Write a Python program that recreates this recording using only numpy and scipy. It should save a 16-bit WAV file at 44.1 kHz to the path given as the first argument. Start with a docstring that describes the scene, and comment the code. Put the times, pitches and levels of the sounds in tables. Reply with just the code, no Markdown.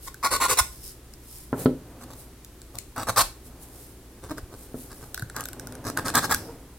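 """Over a low hum, a fingertip brushes plywood and a tight tab creaks into its slot in short pushes.
Hands are pressing laser-cut parts together on a table in a small room, close to a stereo microphone.
The tabs stick and slip, kicking the panel into ringing and twice into a brief groan; loaded joints tick.
The table thumps as a tab seats, and the panel knocks and shifts on it while skin hisses over the grain."""
import sys
import numpy as np
from scipy import signal
from scipy.fft import rfft, irfft
from scipy.io import wavfile

SR = 44100
rng = np.random.default_rng(int(sys.argv[2]) if len(sys.argv) > 2 else 0)


def pcm_store(signal):
    """Save signal as 16-bit PCM."""
    levels = np.round(np.clip(np.atleast_2d(signal), -1, 1) * 32767)
    wavfile.write(sys.argv[1], SR, levels.astype(np.int16).T)


N = 298998
TIME = np.arange(N) / SR


def undb(db):
    """Decibels to gain."""
    return 10 ** (np.asarray(db) / 20)


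def level(x, db, seconds):
    """Scale x so that its energy, spread over the given time, has this level."""
    return x * undb(db) / np.sqrt(np.mean(np.sum(x ** 2, axis=-1)) / (seconds * SR) + 1e-18)


def add(out, s, x):
    """Mix x into both channels of out from time s on."""
    i = int(s * SR)
    out[:, i:i + x.shape[-1]] += x[..., :N - i]


def ring(x, modes):
    """Pass x through parallel resonances."""
    return sum(undb(db) * signal.lfilter(*signal.iirpeak(hz, hz / width, fs=SR), x)
               for hz, width, db in modes)


def lowpass(x, hz, order):
    """Roll off what lies above hz."""
    return signal.sosfilt(signal.butter(order, hz, fs=SR, output="sos"), x)


def colour(x, points, size=4096):
    """Causal filter with the given (frequency [Hz], gain [dB]) spectrum."""
    hz, db = np.transpose(points)
    bins_hz = np.fft.rfftfreq(size, 1 / SR)
    log_gain = np.log(undb(np.interp(np.log(bins_hz + 1), np.log(hz), db)))
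    cepstrum = irfft(log_gain)[:size // 2]
    cepstrum[1:] *= 2  # minimum phase
    response = irfft(np.exp(rfft(cepstrum, size)))
    return signal.fftconvolve(x, response[None], axes=1)[:, :x.shape[1]]


def pair_noise(size, apart_hz=2600):
    """Noise at two close capsules: alike in the bass, unrelated in the treble."""
    mid, side = rng.standard_normal((2, size))
    hz = np.fft.rfftfreq(size, 1 / SR)
    angle = np.pi / 4 * hz / np.hypot(hz, apart_hz)
    mid = irfft(rfft(mid) * np.cos(angle), size)
    side = irfft(rfft(side) * np.sin(angle), size)
    return np.array([mid + side, mid - side])


def swell(middle_s, half_s, db):
    """A movement gathers speed and slows again: a bell of gain in time."""
    return undb(db) * np.exp(-((TIME - middle_s) / half_s) ** 2)


# room air and microphone hiss: (frequency [Hz], gain [dB])
AIR_SPECTRUM = [(15, -73), (25, 11), (58, 0.5), (200, -7.5), (373, -4), (427, -9), (575, -16), (775, -17.5),
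                (1020, -18.5), (2760, -24), (11600, -26), (14800, -31), (16000, -28)]
# mains hum in the room: (frequency [Hz], level [dB])
MAINS_HUM = [(59.5, -52.5), (119, -59)]
def room_tone(air_db=-49):
    """Steady air, microphone hiss and a faint mains hum lie under everything."""
    hum = sum(undb(db) * np.sqrt(2) * np.sin(2 * np.pi * (hz * TIME + rng.random()))
              for hz, db in MAINS_HUM)
    return level(colour(pair_noise(N), AIR_SPECTRUM), air_db, N / SR) + hum


# fingertip strokes close to the microphone: (middle [s], half length [s], hiss [dB], drag [dB])
FINGER_STROKES = [ (0.055, 0.032, -42.5, -54), (0.722, 0.08, -51, -59), (0.871, 0.052, -42.5, -48.5),
                  (1.357, 0.09, -47, -57.5), (1.613, 0.037, -37, -62), (2.2, 0.043, -49.5, -66),
                  (3.467, 0.024, -52, -72), (3.632, 0.029, -49, -71), (3.805, .1, -51, -66),
                  (4.62, 0.059, -52, -69), (4.808, 0.05, -46.5, -72), (4.993, 0.12, -54, -66),
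                  (6.41, 0.11, -54, -54)]
# skin sliding on wood: (frequency [Hz], gain [dB])
SKIN_SPECTRUM = [(1000, -23), (2900, -12), (4200, -6), (5200, -7.5), (7000, -3), (8800, 2), (13000, 2),
                 (16000, -5.5)]
# skin dragging on wood: (frequency [Hz], width [Hz], gain [dB])
SKIN_DRAG_MODES = [(5240, 510, 0)]
def fingertips(grain_db=2.0, grain_hz=300, rest_db=-61):
    """Skin hisses over the wood grain, in a narrower band where it drags, and faintly at rest."""
    grain = level(lowpass(rng.standard_normal(N), grain_hz, order=2), 0, N / SR)
    texture = undb(grain_db * grain)
    hiss = level(colour(pair_noise(N) * texture, SKIN_SPECTRUM), 0, N / SR)
    drag = level(ring(pair_noise(N) * texture, SKIN_DRAG_MODES), 0, N / SR)
    sliding = sum(swell(s, half_s, db) for s, half_s, db, _ in FINGER_STROKES)
    dragging = sum(swell(s, half_s, db) for s, half_s, _, db in FINGER_STROKES)
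    return hiss * (undb(rest_db) + sliding) + drag * dragging


def slips(t, rate, jitter=0.4, scatter_db=3.5, count=400):
    """Stick-slip: pulses of uneven spacing and size."""
    chance = rng.standard_normal((count, 2))
    gaps = np.exp(jitter * chance[:, 0]) / rate
    times = np.cumsum(gaps) - gaps[0]
    sizes = undb(scatter_db * chance[:, 1])
    return np.bincount((times * SR).astype(int), sizes, len(t))[:len(t)]


def gripped(modes, detune=0.019):
    """Finger pressure shifts the resonances a little every time."""
    return [(hz * (1 + detune * rng.standard_normal()), width, db) for hz, width, db in modes]


# crackle of the cut edges at close range: (frequency [Hz], gain [dB])
GRIT_SPECTRUM = [(1200, -21.5), (2200, -5), (2750, -3.5), (3100, -9), (3550, 0), (5600, 1), (6400, -2),
                 (8000, 4), (9500, 0), (12500, -1.5), (14000, -6), (16000, -7.5)]
def edge_crackle(force, decay_s, evenness=0.52):
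    """The dense, short-lived high modes of plywood reach each capsule in a different mix."""
    t = np.arange(SR // 100) / SR
    spectrum = rfft(pair_noise(len(t)) * np.exp(-t / decay_s))
    # the modes overlap so much that their sum has only a shallow ripple
    response = irfft(spectrum / np.abs(spectrum) ** evenness, len(t))[:, :len(t) // 2]
    radiated = signal.fftconvolve(force[None], response, axes=1)[:, :len(force)]
    return colour(radiated, GRIT_SPECTRUM)


# pushes of a tab, close to the microphone: (start [s], length [s], ring [dB], grit [dB], flex [dB])
TAB_PUSHES = [ (0.064, 0.023, -40.5, -40.5, -62), (0.228, 0.046, -23, -27, -46),
              (0.306, 0.062, -27, -25.5, -34.5), (0.4, 0.066, -23, -24.5, -41),
              (0.483, .057, -27, -23, -33.5), (0.57, 0.035, -22, -17.5, -63), (2.005, 0.04, -52, -49, -56),
              (2.081, 0.059, -54.5, -51.5, -51.5), (2.735, 0.049, -58, -53.5, -47.5),
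              (2.96, 0.077, -35, -38.5, -38.5), (3.070, 0.038, -27.5, -29.5, -33),
              (3.16, 0.063, -21, -19.5, -36.5), (4.225, 0.055, -53, -51, -45),
              (4.290, 0.041, -43.5, -45, -44), (4.367, 0.032, -48, -47, -43),
              (4.514, 0.039, -55.5, -54.5, -45), (4.902, 0.03, -49.5, -49.5, -54),
              (5.011, 0.034, -53, -53.5, -46.5), (5.346, 0.085, -38.5, -45, -44),
              (5.841, 0.063, -39, -37, -34.5), (5.967, 0.032, -32, -37.5, -32.5),
              (6.046, 0.057, -33.5, -33.5, -36), (6.139, 0.056, -21.5, -24, -30.5),
              (6.222, 0.038, -29.5, -30.5, -37.5), (6.295, 0.048, -24.5, -26, -34)]
# the hands take their second and third grip: (time [s])
GRIP_CHANGES_S = [1.8, 4.0]
# the panel's ring, one list per grip: (frequency [Hz], width [Hz], gain [dB])
PANEL_RING_MODES = [
    [(860, 56, -25), (1113, 133, 4.5), (1426, 29, 2), (2200, 460, 0)],
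    [(690, 68, -27), (855, 130, 8), (1156, 270, 13.5), (1480, 120, -6)],
    [(955, 500, -6), (1200, 170, 1.5), (1570, 49, 4)],
]
# the panel's slow bending, one list per grip: (frequency [Hz], width [Hz], gain [dB])
PANEL_FLEX_MODES = [
    [(69.4, 35, -6.5), (337, 82, -28), (493, 146, -7)],
    [(113, 42, 3.5), (243, 130, -4), (604, 420, -4)],
    [(120, 140, 1), (264, 61, 0.5), (450, 330, -9)],
]
# slipping under a firm push, per grip: (rate [1/s])
FIRM_SLIP_RATES = [1900, 1000, 800]
# grit rising as the tab wedges deeper, per grip: (growth [dB/s])
GRIT_GROWTH = [9, 107, 2]
def tab_creaks(rise_s=0.018, firm_db=-25, doubling_db=18, crumble_s=0.0013, crumble_db=-10):
    """Each slip kicks the panel and crushes a few fibres of the cut edge; harder pushes slip faster."""
    out = np.zeros((2, N))
    for start, length, ring_db, grit_db, flex_db in TAB_PUSHES:
        grip = np.searchsorted(GRIP_CHANGES_S, start)
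        rate = FIRM_SLIP_RATES[grip] * 2 ** ((grit_db - firm_db) / doubling_db)
        t = np.arange(int(length * SR) + SR // 15) / SR
        force_db = np.interp(t, [0, rise_s, length], [-12, 0, -6])  # builds, then eases
        kicks = slips(t, rate) * undb(force_db) * (t < length)
        # the panel is kicked either way as the tab rocks in its slot
        rocking = kicks * np.sign(rng.standard_normal(len(t)))
        panel = lowpass(ring(rocking, gripped(PANEL_RING_MODES[grip])), hz=1950, order=8)
        flex = lowpass(ring(rocking, PANEL_FLEX_MODES[grip]), hz=800, order=2)
        kick_tails = signal.lfilter([1], [1, -np.exp(-1 / (crumble_s * SR))], kicks)
        crumbling = undb(crumble_db) * kick_tails * rng.standard_normal(len(t))
        bite = undb(GRIT_GROWTH[grip] * np.minimum(t, length))
        grit = edge_crackle(bite * (kicks + crumbling), decay_s=0.0013)
        for sound, db in (panel, ring_db), (flex, flex_db), (grit, grit_db):
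            add(out, start, level(sound, db, length))
    return out


# ticks of a loaded joint at close range: (time [s], snap [dB], panel ring [dB])
JOINT_TICKS = [ (0.144, -46.5, -44.5), (1.138, -47, -63), (2.448, -46, -70), (2.618, -49.5, -63),
               (2.755, -44.5, -69), (2.787, -32, -61), (2.963, -47, -39.5), (4.381, -48, -39),
               (5.1453, -34, -41), (5.177, -40, -35.5), (5.196, -42, -41), (5.223, -41, -34.5),
               (5.299, -45, -42.5), (5.365, -31.5, -34), (5.408, -36, -45), (5.439, -41, -54),
               (5.456, -37, -41), (5.487, -40, -44), (5.532, -41, -48), (5.597, -39.5, -45.5),
               (5.672, -41.5, -45.5), (5.724, -44.5, -50.5), (5.753, -44.5, -49), (5.974, -26.5, -24.5),
               (6.083, -29, -31.5), (6.155, -22.5, -36), (6.346, -25, -29.5)]
# the thin tab's own ring: (frequency [Hz], width [Hz], gain [dB])
TAB_MODES = [(8100, 360, 1.5), (12200, 2900, -6)]
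# the panel's ring after a tick: (frequency [Hz], width [Hz], gain [dB])
PANEL_TICK_MODES = [(790, 97, 8), (1502, 124, 27), (1690, 170, -16)]
def joint_ticks(creep_s=0.001, creep_db=-17, crumble_s=0.012, crumble_db=-40, tab_gain_db=-4):
    """A single slip: fibres creep for a moment, snap, crumble briefly, and tab and panel ring."""
    lead_s, window_s = 0.003, 0.01
    out = np.zeros((2, N))
    t = (np.arange(SR // 20) - int(lead_s * SR)) / SR
    creep = undb(creep_db) * np.exp(-np.abs(t) / creep_s)
    crumble = undb(crumble_db) * np.exp(-t / crumble_s) * (t > 0)
    for s, snap_db, ring_db in JOINT_TICKS:
        force = (t == 0) + (creep + crumble) * rng.standard_normal(len(t))
        snap = edge_crackle(force, decay_s=0.0004)
        tab = ring(force, gripped(TAB_MODES))
        panel = lowpass(ring(force, gripped(PANEL_TICK_MODES)), hz=1950, order=6)
        for sound, db in (snap, snap_db), (tab, snap_db + tab_gain_db), (panel, ring_db):
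            add(out, s - lead_s, level(sound, db, window_s))
    return out


# soft thumps through the table: (time [s], level [dB], frequency [Hz])
TABLE_THUMPS = [(0.607, -31, 61), (3.225, -37, 36.5), (4.429, -35, 59.7), (5.224, -35, 128),
                (6.346, -37, 65)]
def table_thumps(rise_cycles=0.55, window_s=0.04):
    """The hand stops as a tab seats, and the table gives for a few slow swings."""
    out = np.zeros((2, N))
    t = np.arange(SR // 4) / SR
    for s, db, hz in TABLE_THUMPS:
        envelope = t * np.exp(-hz * t / rise_cycles)
        add(out, s, level(-np.sin(2 * np.pi * hz * t) * envelope, db, window_s))
    return out


# the panel lands near the microphone: (time [s], body [dB], contact [ms], clack [dB], crack [dB])
PANEL_KNOCKS = [(1.529, -26, 0.64, -37.5, -62), (1.658, -16.5, 1.53, -34, -43.5),
                (4.743, -36, 1.53, -57, -76)]
# panel and table top together: (frequency [Hz], width [Hz], gain [dB])
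BODY_MODES = [(143, 18, 4.5), (184, 23, -2.5), (256, 39, 8.5), (290, 28, -7), (334, 15, -0.5), (368, 15, 3),
              (418, 15, 4.5), (504, 13, -9), (590, 16, -2.5), (800, 34, -7.5)]
# the panel's own clack: (frequency [Hz], width [Hz], gain [dB])
PANEL_CLACK_MODES = [(1010, 190, 10.5), (1337, 100, 14), (1510, 92, -23)]
# the edge that hits first: (frequency [Hz], width [Hz], gain [dB])
EDGE_MODES = [(2140, 550, -1), (3200, 1000, 3), (4100, 390, -3)]
def panel_knocks(rattle_s=0.041, rattle_db=-38, clack_s=0.0082, crack_s=0.005, window_s=0.04):
    """The panel lands with a crack at its edge and rattles; a longer contact gives a duller knock."""
    out = np.zeros((2, N))
    t = np.arange(SR // 2) / SR
    for s, body_db, contact_ms, clack_db, crack_db in PANEL_KNOCKS:
        rattle = undb(rattle_db) * rng.standard_normal(len(t)) * np.exp(-t / rattle_s)
        blow = lowpass((t == 0) + rattle, hz=1000 / contact_ms, order=4)
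        add(out, s, level(ring(blow, BODY_MODES), body_db, window_s))
        clack = ring(pair_noise(len(t)) * np.exp(-t / clack_s), PANEL_CLACK_MODES)
        add(out, s, level(lowpass(clack, hz=1750, order=6), clack_db, window_s))
        crack = ring(pair_noise(len(t)) * np.exp(-t / crack_s), EDGE_MODES)
        add(out, s, level(lowpass(crack, hz=4800, order=6), crack_db, window_s))
    return out


# the panel moves on the table under the hands: (middle [s], half length [s], level [dB])
PANEL_SHIFTS = [(1.601, 0.048, -36), (2.007, 0.24, -49.5), (3.64, .25, -54.5), (4.952, 0.72, -54.5),
                (5.67, 0.2, -46), (6.206, 0.33, -39)]
def panel_shifts(rest_db=-65.5):
    """The shifting panel rumbles in its bending modes, and barely sounds while only held."""
    bending = ring(rng.standard_normal(N), PANEL_FLEX_MODES[-1])
    rumble = level(lowpass(bending, hz=1100, order=1), 0, N / SR)
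    shifting = sum(swell(s, half_s, db) for s, half_s, db in PANEL_SHIFTS)
    return rumble * (undb(rest_db) + shifting)


# evenly slipping wood: (middle [s], half length [s], level [dB], slip rate [1/s])
WOOD_GROANS = [(4.315, 0.012, -31.5, 305), (6.497, 0.016, -41, 470)]
def wood_groans():
    """Under a steady push the slips fall into step and the panel sounds a brief pitch."""
    out = np.zeros((2, N))
    t = np.arange(SR // 5) / SR
    for s, half_s, db, rate in WOOD_GROANS:
        force = np.exp(-((t - t.mean()) / half_s) ** 2)
        kicks = slips(t, rate, jitter=0.038, scatter_db=3.0) * force
        groan = lowpass(ring(kicks, PANEL_FLEX_MODES[-1]), hz=900, order=2)
        add(out, s - t.mean(), level(groan, db, 2 * half_s))
    return out


def room_tail(x, t60_s=0.27, first_echo_s=0.0038, gain_db=-5):
    """A small furnished room returns a short, diffuse tail to the microphone."""
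    t = np.arange(SR // 2) / SR
    tail = pair_noise(len(t), apart_hz=1730) * undb(-60 * t / t60_s) * (t > first_echo_s)
    tone = [(400, -2), (1150, -9), (2600, -1), (5000, -4), (16000, -6)]  # (frequency [Hz], gain [dB])
    response = colour(level(tail, gain_db, 1 / SR), tone)
    return signal.fftconvolve(x, response, axes=1)[:, :N]


def scene():
    """At the microphone: room tone, the hands' work close by, and its tail in the room."""
    handling = fingertips() + tab_creaks() + joint_ticks() + table_thumps()
    handling += panel_knocks() + panel_shifts() + wood_groans()
    return room_tone() + handling + room_tail(handling)


def record(dry):
    """The recorder cuts the treble steeply above 15.9 kHz."""
    return signal.sosfilt(signal.ellip(8, 0.2, 70, 15900, fs=SR, output="sos"), dry)


dry = scene()
out = record(dry)
pcm_store(out)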